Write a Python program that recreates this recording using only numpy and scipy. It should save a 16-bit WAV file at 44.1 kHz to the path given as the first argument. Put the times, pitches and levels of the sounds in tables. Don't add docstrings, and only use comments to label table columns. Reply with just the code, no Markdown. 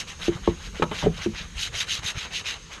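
import sys
import numpy as np
from scipy import signal
from scipy.io import wavfile
from scipy.ndimage import uniform_filter1d

SR = 44100
rng = np.random.default_rng(int(sys.argv[2]) if len(sys.argv) > 2 else 0)


def gain_from_db(level_db):
    decades = np.asarray(level_db, float) / 20
    return 10 ** decades


def unload_wav(signal):
    wavfile.write(
        sys.argv[1],
        SR,
        np.round(np.clip(np.atleast_2d(signal).T, -1, 1) * 32767).astype(np.int16),
    )


N = 123479


def evened(x):
    return x / np.sqrt(np.mean(x ** 2) + 1e-20)


def read(points, hz):
    f, value = np.transpose(points)
    return np.interp(np.log(hz + 1), np.log(f + 1), value)


def add(mix, s, sound):
    part = mix[round(s * SR):][:len(sound)]
    part += sound[:len(part)]


def drift(shape, size):
    field = rng.standard_normal(shape)
    field = uniform_filter1d(field, size[0], axis=0)
    return evened(uniform_filter1d(field, size[1], axis=1))


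def shaped(x, gain, size):
    overlap = size * 3 // 4
    hz, t, z = signal.stft(x, SR, nperseg=size, noverlap=overlap)
    z = z * gain(hz[:, None], t)
    return signal.istft(z, SR, nperseg=size, noverlap=overlap)[1][:N]


FLICKS_PER_S, FLICK_SPREAD_DB = 14000, 1.8
SNAG_DB, PATCH_DB = .9, 2.2
POINTED = 0.51
DRAG_HZ, TREBLE_HZ = 1990, 5400
EDGE_SLOW_HZ, EDGE_FAST_HZ, EDGE_DB, EDGE_OCTAVES = 760, 2560, -1, 0.067
# (start [s], speeding up [s], slowing down [s], level [dB], treble [dB], low drag [dB])
STROKES = [(-.04, 0.04, 0.045, -35.5, 3.5, 4.5), (0.065, 0.027, 0.059, -39.5, 0, 5),
           (0.184, 0.072, 0.056, -36, 0.5, 7.5), (.30, 0.046, 0.056, -48.5, -2, 20),
           (.41, 0.067, 0.071, -44.5, -7, 9.5), (0.562, .1, 0.041, -48.5, 3.5, 12.5),
           (0.728, 0.05, 0.076, -45.5, -3, 14.5), (0.902, 0.092, 0.1, -36.5, -1, 11),
           (1.11, 0.075, 0.034, -42, -3.5, 2), (1.167, 0.079, 0.03, -37.5, -1.5, 9.5),
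           (1.326, 0.054, 0.1, -36.5, -10, 2.5), (1.542, 0.092, 0.067, -30, 0, -4.5),
           (1.714, 0.09, 0.056, -29, 0.5, 0.5), (1.856, 0.072, 0.089, -28, -2.5, -5.5),
           (2.014, 0.063, 0.062, -31, 2.5, 2), (2.138, 0.056, 0.11, -33, -6.5, 2.5),
           (2.298, 0.068, 0.073, -31, -3.5, -1), (2.438, 0.034, 0.12, -30, -5, -1.5),
           (2.694, 0.042, 0.068, -45.5, 1.5, 13)]
# (frequency [Hz], relative level [dB])
BRISTLE_COLOUR = [(600, -6), (850, -8), (1500, -5), (2500, -3.5), (4000, -5.5), (5500, -6), (7500, -15.5),
                  (10000, -23.5), (13000, -22), (15000, -80)]
# (frequency [Hz], power of speed [no unit])
SPEED_POWER = [(700, 0.66), (1500, 0.73), (3000, 1.34), (5000, 1.8), (9000, 1.13), (13000, 2)]


def brush():
    happens = rng.random(N) < FLICKS_PER_S / SR
    strength_db = FLICK_SPREAD_DB * np.minimum(rng.exponential(1, N), 4)
    flicks = happens * rng.standard_normal(N) * gain_from_db(strength_db)

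    def gain(hz, t):
        low = 1 / (1 + (hz / DRAG_HZ) ** 4)
        high = 1 / (1 + (TREBLE_HZ / (hz + 1)) ** 4)
        steepness = np.abs(read(SPEED_POWER, hz))
        power = np.zeros((len(hz), len(t)))
        for start, up, down, db, treble_db, drag_db in STROKES:
            u = np.interp(t, [start, start + up, start + up + down], [0, .5, 1])
            round_arch = np.sin(np.pi * u)
            straight_arch = 1 - np.abs(2 * u - 1)
            speed = np.abs((1 - POINTED) * round_arch + POINTED * straight_arch) * (u < 1)
            edge_hz = EDGE_SLOW_HZ + (EDGE_FAST_HZ - EDGE_SLOW_HZ) * speed ** 2
            octaves = np.log2((hz + 1) / edge_hz)
            dip_db = EDGE_DB * np.exp(-.5 * (octaves / EDGE_OCTAVES) ** 2)
            edge_db = dip_db + 6 * np.minimum(octaves, 0)
            level = gain_from_db(db + edge_db + treble_db * high + drag_db * low)
            power += (level * speed ** steepness) ** 2
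        colour = gain_from_db(read(BRISTLE_COLOUR, hz))
        snags = SNAG_DB * drift((1, len(t)), size=(1, 5))
        patches = PATCH_DB * drift(power.shape, size=(3, 16))
        return np.sqrt(power) * evened(colour) * gain_from_db(snags + patches)

    return shaped(evened(flicks), gain, size=256)


WIND_LUMP_DB = 3.2
# (time [s], level [dB])
WIND_LEVEL = [(0.0, -44.5), (0.34, -41.5), (1.32, -41), (2.8, -48)]
# (frequency [Hz], relative level [dB])
WIND_COLOUR = [(15, -29), (30, 9.5), (80, 3.5), (130, -8.5), (165, 2.5), (230, -13), (500, -39.5)]
# (time [s], level before its swell [dB], frequency [Hz])
PUFFS = [(0.191, -33, 83), (0.355, -25, 87), (1.72, -35.5, 90), (1.825, -37, 91.5), (1.989, -29, 83.5),
         (2.047, -28, 98), (2.152, -29.5, 89.5), (2.171, -23, 83)]


def wind():
    def lumps(hz, t):
        return gain_from_db(read(WIND_COLOUR, hz) + WIND_LUMP_DB * drift((len(hz), len(t)), size=(4, 4)))

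    t, db = np.transpose(WIND_LEVEL)
    rumble = evened(shaped(rng.standard_normal(N), lumps, size=2048))
    out = rumble * gain_from_db(np.interp(np.arange(N) / SR, t, db))
    for s, level_db, hz in PUFFS:
        cycles = np.arange(0, 0.83 / hz, 1 / SR) * hz
        swell = np.exp(-((cycles - .45) / 0.38) ** 2)
        add(out, s, gain_from_db(level_db) * np.sin(2 * np.pi * cycles) * swell)
    return out


AIR_DB, AIR_PATCH_DB = -50, 2.2
# (frequency [Hz], relative level [dB])
AIR_COLOUR = [(150, -2.5), (280, 2.5), (500, 6.5), (650, -14), (900, -2), (2000, -1.5), (4000, -5.5),
              (6500, -5.5), (9600, -18.5), (13000, -64)]


def air():
    def patches(hz, t):
        return gain_from_db(read(AIR_COLOUR, hz) + AIR_PATCH_DB * drift((len(hz), len(t)), size=(10, 10)))

    return gain_from_db(AIR_DB) * evened(shaped(rng.standard_normal(N), patches, size=1024))


def ring(modes, t, weight):
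    out = np.zeros(len(t))
    for (hz, db, t60), w in zip(modes, weight):
        out += w * gain_from_db(db - 60 * t / t60) * np.sin(2 * np.pi * hz * t)
    return out / np.abs(out).max()


BOUNCES_PER_S, GRIT_DB = 3500, -16
RISE_CYCLES = 0.35
SPOT_DETUNE = .012
DAMPED_DB, DAMPING_S = -20.5, .0018
BOOM_RISE_S, BOOM_SHAKE_S = 0.0082, 0.015
# (frequency [Hz], level [dB], time to fall by 60 dB [s])
HULL = [(285, -8, .04), (343, 0, .12), (425, 0, .055), (506, -2, .045), (619, -6, .06), (715, -8, .04),
        (870, -10, .035), (950, -3, .03), (1090, -3, .028), (1235, -5, .028), (1600, -8, .025),
        (2060, -9, .02), (2330, -6, .02), (3050, -7, .016)]
# (frequency [Hz], level [dB], time to fall by 60 dB [s])
DEEP_PANELS = [(61, -13, 0.18), (103, -9.5, 0.05), (170.6, -1, 0.053), (212, -13.5, 0.11)]


def knock(start, db, bright_hz, octaves, rattle_s, free_s, boom_db, chance):
    t = np.arange(0, .4, 1 / SR)
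    ts = t[:chance.shape[1]]
    sign = 2 * chance[1] - 1

    blows = (chance[0] < BOUNCES_PER_S / SR) * sign * np.exp(-ts / rattle_s)
    blows[0] = -2
    distance = np.log2(np.array(HULL)[:, 0] / bright_hz) / octaves
    weight = 1 / (1 + distance ** 2) ** 2
    spot = [(hz * (1 + SPOT_DETUNE * v), mode_db, t60) for (hz, mode_db, t60), v in zip(HULL, sign[::-1])]
    body = signal.fftconvolve(ring(spot, t, weight), blows)[:len(t)]
    body = body * (1 - np.exp(-(t * bright_hz * np.sqrt(octaves) / RISE_CYCLES) ** 2))
    damping = (1 + np.tanh((t - free_s) / DAMPING_S)) / 2
    body = body / np.abs(body).max() * gain_from_db(DAMPED_DB * damping)

    band = [bright_hz / 2, bright_hz * 2 ** octaves]
    bounces = np.pad(blows[1:], (1, len(t) - len(ts)))
    grit = signal.sosfilt(signal.butter(2, band, "band", fs=SR, output="sos"), bounces)
    body = body + gain_from_db(GRIT_DB) * grit

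    shake = sign * (1 - np.exp(-ts / BOOM_RISE_S)) * np.exp(-ts / BOOM_SHAKE_S)
    boom = signal.fftconvolve(ring(DEEP_PANELS, t, np.ones(len(DEEP_PANELS))), shake)[:len(t)]
    return start, gain_from_db(db) * body + gain_from_db(boom_db) * boom / np.abs(boom).max()


# (time [s], level [dB], brightest pitch [Hz], breadth [octaves],
# rattle [s], rings freely for [s], boom [dB])
KNOCKS = [(0.2815, -9.5, 359, 0.44, 0.001, 0.02, -20.5), (0.4751, -15.5, 1140, 0.46, 0.0029, 0.024, -33),
          (0.4764, -5.5, 381, 0.64, 0.00043, 0.014, -15.5), (.797, -17, 383, 0.17, 0.00076, 0.0093, -25.5),
          (0.8227, -5.5, 990, 1.3, 0.01, 0.022, -18.5), (0.914, -18.5, 1670, 2.56, 0.026, 0.024, -33.5),
          (1.026, -23, 940, 0.39, 0.008, 0.014, -18.5), (1.039, -19, 690, 0.36, 0.0073, 0.011, -22.5),
          (1.061, -12, 595, 0.3, 0.0067, 0.024, -20), (1.0677, -7.5, 435, 0.26, 0.00049, 0.012, -16),
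          (1.26, -15.5, 338, 0.29, 0.002, 0.014, -19.5)]


def hull_knocks():
    out = np.zeros(N)
    for row, chance in zip(KNOCKS, rng.random((len(KNOCKS), 2, 6000))):
        add(out, *knock(*row, chance))
    return signal.sosfilt(signal.butter(2, 45, "high", fs=SR, output="sos"), out)


COCKPIT_DB = -17.5
# (frequency [Hz], time to fall by 60 dB [s])
COCKPIT = [(200, 0.23), (500, 0.13), (1000, 0.23), (2000, 0.049)]


def cockpit(x):
    def fade(hz, t):
        return gain_from_db(-60 * t / read(COCKPIT, hz))

    tail = shaped(rng.standard_normal(SR // 2), fade, size=256)
    tail[:150] = 0
    return gain_from_db(COCKPIT_DB) * signal.fftconvolve(x, tail / np.linalg.norm(tail))[:N]


def scene():
    knocks = hull_knocks()
    return (brush() + wind() + air() + knocks + cockpit(knocks))[None]


# (frequency [Hz], width [Hz], level [dB])
HOUSING = [(3017, 670, 0.5), (3833, 248, 3.5), (6426, 212, 8.5), (11180, 240, -0.5)]


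def housing(dry):
    rung = dry.copy()
    for hz, width_hz, db in HOUSING:
        rung += gain_from_db(db) * signal.lfilter(*signal.iirpeak(hz, hz / width_hz, SR), dry)
    return rung


def roll_off(x):
    return signal.sosfilt(signal.butter(12, 14130, fs=SR, output="sos"), x)


def record(dry):
    rung = housing(dry)
    mix = signal.sosfilt(signal.butter(8, 11850, fs=SR, output="sos"), rung)
    return roll_off(mix)


dry = scene()
out = record(dry)
unload_wav(out)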